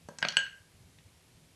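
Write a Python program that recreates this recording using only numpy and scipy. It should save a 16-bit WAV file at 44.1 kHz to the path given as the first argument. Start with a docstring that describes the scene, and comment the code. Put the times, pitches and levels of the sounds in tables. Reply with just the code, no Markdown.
"""In a small workshop, a small hammer is let down on a concrete floor among plaster pieces.
It touches, rocks and clatters, the last blow hardest. Each impact gives a dull knock, a stony crack
and the ring of the hammer's modes, coloured by where it lands. Plaster crumbs tick;
the room answers with echoes and reverberation, over a low rumble, a weak drone and a faint hiss."""
import sys
import numpy as np
from scipy import signal
from scipy.fft import rfft, irfft, next_fast_len
from scipy.io import wavfile
from scipy.ndimage import map_coordinates

SR = 44100
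rng = np.random.default_rng(int(sys.argv[2]) if len(sys.argv) > 2 else 0)


def persist_wave(psi):
    """Save psi, clipped to +-1, as 16-bit WAV."""
    counts = np.round(np.clip(psi, -1, 1) * 32767).astype(np.int16)
    wavfile.write(sys.argv[1], SR, np.atleast_2d(counts).T)


N = 68355
t = np.arange(SR * 3 // 5) / SR  # time axis of one event, in seconds


def hammer():
    """Impact excitation: each contact radiates noise bursts and rings the modes of steel and plaster."""
    # start_s, knock_db, plaster_db, crack_db, crack_low_hz, crack_high_hz, splinter_db, five ring_db
    contacts = [ (0.0869, -3, -58, -26.5, 4580, 9000, -32.5, -46, -56, -59, -53, -61.5),
                (0.1862, -15, -46.5, -8, 4800, 7300, -31, -43.5, -60, -42.5, -42, -45),
                (0.2195, -14, -76, -9.5, 1000, 2350, -45.5, -47.5, -58, -63, -56, -68),
                (0.2268, 1.5, -26.5, -4, 2230, 5090, -32, -18.5, -19, -41.5, -57, -46.5),
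                (0.2501, 3, -49, 6.5, 1100, 3260, -40, -36, -35, -29.5, -43.5, -55),
                (0.2857, -10.5, -40, 1, 3050, 6120, -22, -38.5, -24.5, -28, -47, -46),
                (0.3689, -2, -27, -2, 1670, 4530, -16, -17.5, -9, -24, -34.5, -24), ]
    # where on the spectrum each ring_db applies: frequency_hz
    ring_hz = [1600, 2900, 4400, 6300, 7900]
    # natural frequencies of the hammer: pitch_hz
    steel_hz = [1548, 1598, 2770, 2920, 3085, 4376, 6085, 6653, 7918]
    # strength and decay of those modes: level_db, t60_s
    steel_modes = [(-1.5, 0.034), (-3.5, 0.094), (-2.5, 0.0088), (2, 0.016), (-18, 0.0363), (1, 0.035),
                   (-1, 0.049), (-12, 0.21), (0.5, 0.035)]
    # hollow part of the knock: pitch_hz, level_db, t60_s
    hollow_modes = [(160.8, -44, 0.15), (188, -35, 0.054), (230.8, -37.5, 0.058), (543.3, -49.5, 0.21)]
    # clink of the plaster pieces: pitch_hz, level_db, t60_s
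    plaster_modes = [(1376, -19, 0.09), (1885, 4, 0.021), (1974, -1.5, 0.026), (2185, -14, 0.098),
                     (2363, -15, 0.11), (2614, -7.5, 0.06), (3070, -18.5, 0.045), (3290, -15.5, 0.09),
                     (4680, -7, 0.022), (4990, -4, 0.016)]
    out = np.zeros(N)
    for start_s, knock_db, plaster_db, crack_db, low_hz, high_hz, splinter_db, *ring_db in contacts:
        thud = band(burst(t60_s=0.032, grit=0.99), low_hz=432, high_hz=1240)
        knock = amp(knock_db) * (thud + ring(hollow_modes))
        crack = amp(crack_db) * band(burst(t60_s=0.02, grit=1), low_hz, high_hz)
        splinter = amp(splinter_db) * band(burst(t60_s=0.016, grit=1.1), low_hz=8500, high_hz=11450)
        clink = amp(plaster_db) * ring(plaster_modes)
        colour = list(zip(ring_hz, ring_db))  # the point of contact weights the modes
        struck = [(hz, db + along(colour, hz), t60_s) for hz, (db, t60_s) in zip(steel_hz, steel_modes)]
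        steel = ring(struck, rise_cycles=1.76)
        add(out, start_s, workshop(knock + crack + splinter + clink + steel))
    return out


def burst(t60_s, grit):
    """Broadband transient: an impulse followed by exponentially decaying noise, of unit energy."""
    x = rng.standard_normal(len(t)) * amp(-60 * t / t60_s)
    x *= grit / np.linalg.norm(x)
    x[0] = -1
    return x / np.linalg.norm(x)


def ring(modes, rise_cycles=1, scatter_db=1.5):
    """Modal superposition: damped sines build up and decay, their levels varying from blow to blow."""
    out = np.zeros(len(t))
    for hz, db, t60_s in modes:
        decay = amp(db + scatter_db * rng.normal() - 60 * t / t60_s)
        attack = 1 - np.exp(-t * hz / rise_cycles)
        out += decay * attack * np.sin(2 * np.pi * hz * t)
    return out


def crumbs():
    """Heavily damped impacts: bits of plaster tick without ringing."""
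    # ticks of plaster: start_s, level_db, low_hz, high_hz
    ticks = [(.3072, -26, 3500, 6266), (0.3231, -10.5, 1500, 6260), (0.4656, -12.5, 1530, 3280),
             (0.9863, -24, 1800, 3960)]
    out = np.zeros(N)
    for start_s, db, low_hz, high_hz in ticks:
        tick = amp(db) * band(burst(t60_s=0.016, grit=1.75), low_hz, high_hz)
        add(out, start_s, workshop(tick))
    return out


def workshop(x):
    """Convolution with a room impulse response: direct sound, early reflections and a diffuse tail."""
    # reverberation time: frequency_hz, t60_s
    room_t60 = [(150, 0.36), (600, 0.22), (1600, .45), (3000, 0.32), (5000, 0.39), (8000, 0.47),
                (12000, 0.21)]
    # colour of the tail: frequency_hz, gain_db
    room_colour = [(150, -4.5), (550, 5), (1000, -1.5), (1600, 1), (2200, -2), (2900, -2), (4400, -2.5),
                   (6600, -6), (8000, -14), (12000, -3.5)]
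    # early reflections, from the ceiling: delay_s, gain_db
    echoes = [(0.0191, -17), (0.0206, -21.5)]
    tail_db, build_s = -7, 0.0055
    hz, frame_s, spectra = signal.stft(rng.standard_normal(len(t)), SR, nperseg=256)
    fade = amp(-60 * frame_s / along(room_t60, hz)[:, None])
    tail = signal.istft(spectra * fade, SR, nperseg=256)[1][:len(t)]
    tail *= 1 - np.exp(-(t / build_s) ** 2)
    response = amp(tail_db) * filtered(tail / np.linalg.norm(tail), lambda f: amp(along(room_colour, f)))
    response[0] += 1  # direct sound
    for delay_s, db in echoes:
        add(response, delay_s, amp([db]))
    return signal.fftconvolve(x, response)


def bumps(peak_s=0.0097):
    """Tone pulses: a low sine that swells and dies within a few cycles is heard as a soft bump."""
    # bumps in the room: start_s, level_db, pitch_hz
    pulses = [(0.05, -51, 85), (0.6, -52.5, 99), (.742, -49.5, 96), (0.799, -60.5, 118), (0.839, -55.5, 89),
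              (1.053, -51.5, 91.8)]
    swell = (t / peak_s * np.exp(1 - t / peak_s)) ** 2
    out = np.zeros(N)
    for start_s, db, hz in pulses:
        add(out, start_s, amp(db) * swell * np.sin(2 * np.pi * hz * t))
    return out


def background(hiss_db=-65.5, rumble_db=-66, swing_db=-3.5, swing_hz=9.59):
    """Amplitude modulation: a low rumble wavers at random beneath a steady hiss."""
    # spectral density of the hiss: frequency_hz, relative_db
    hiss_spectrum = [(180, -12.5), (300, -1.5), (457, -1), (543, -3), (686, -4.5), (1500, -9), (2280, -6),
                     (11200, -12), (12500, -16), (16200, -28.5), (22000, -120)]
    # spectral density of the rumble: frequency_hz, relative_db
    rumble_spectrum = [(15, -33), (25, -12), (75, 1.5), (103, 4.5), (124, 0.5), (144, -6), (170, -1.5),
                       (199, -8), (400, -15.5), (520, -61), (880, -120)]
    knots = np.arange(N) * swing_hz / SR
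    swing = map_coordinates(rng.standard_normal(N // 100), [knots])  # smooth random curve
    hiss = amp(hiss_db) * noise(hiss_spectrum)
    rumble = amp(rumble_db + swing_db * swing) * noise(rumble_spectrum)
    return hiss + rumble


def drone():
    """Narrow-band noise has a vague pitch: a weak low drone that swells briefly near the end."""
    # spectral density of the drone: frequency_hz, relative_db
    spectrum = [(120, -37.5), (152, -2), (167, -3.5), (182, -14.5), (260, -15.5), (340, -45)]
    # its envelope: time_s, level_db
    envelope = [(0, -69), (1.25, -76.5), (1.34, -63.5), (1.55, -77)]
    level_db = np.interp(np.arange(N) / SR, *np.transpose(envelope))
    return amp(level_db) * noise(spectrum)


def noise(spectrum):
    """Spectral shaping: white noise is coloured, then scaled to unit rms."""
    x = filtered(rng.standard_normal(N), lambda hz: amp(along(spectrum, hz)))
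    return x / x.std()


def band(x, low_hz, high_hz):
    """Causal Butterworth band-pass, steeper at the top."""
    x = signal.sosfilt(signal.butter(2, low_hz, 'high', fs=SR, output='sos'), x)
    return signal.sosfilt(signal.butter(7, high_hz, fs=SR, output='sos'), x)


def filtered(x, gain):
    """Zero-phase filtering: the spectrum of x is multiplied by gain(hz)."""
    size = next_fast_len(len(x) + 8192)
    return irfft(rfft(x, size) * gain(np.fft.rfftfreq(size, 1 / SR)), size)[:len(x)]


def along(points, hz):
    """Interpolation of (frequency_hz, value) points on a logarithmic frequency axis."""
    point_hz, values = np.transpose(points)
    return np.interp(np.log(hz + 1), np.log(point_hz + 1), values)


def amp(db):
    """Decibels to amplitude ratio."""
    return 10 ** (np.asarray(db) / 20)


def add(track, start_s, sound):
    """Superposition: a delayed sound is summed into the track."""
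    part = track[round(start_s * SR):][:len(sound)]
    part += sound[:len(part)]


def scene():
    """Sound pressures add linearly: all sources in one channel."""
    return (hammer() + crumbs() + bumps() + background() + drone())[None]


def record(dry, top_hz=12780):
    """Band limiting: an ideal low-pass removes everything above top_hz."""
    return np.array([filtered(x, lambda hz: hz < top_hz) for x in dry])


dry = scene()
out = record(dry)
persist_wave(out)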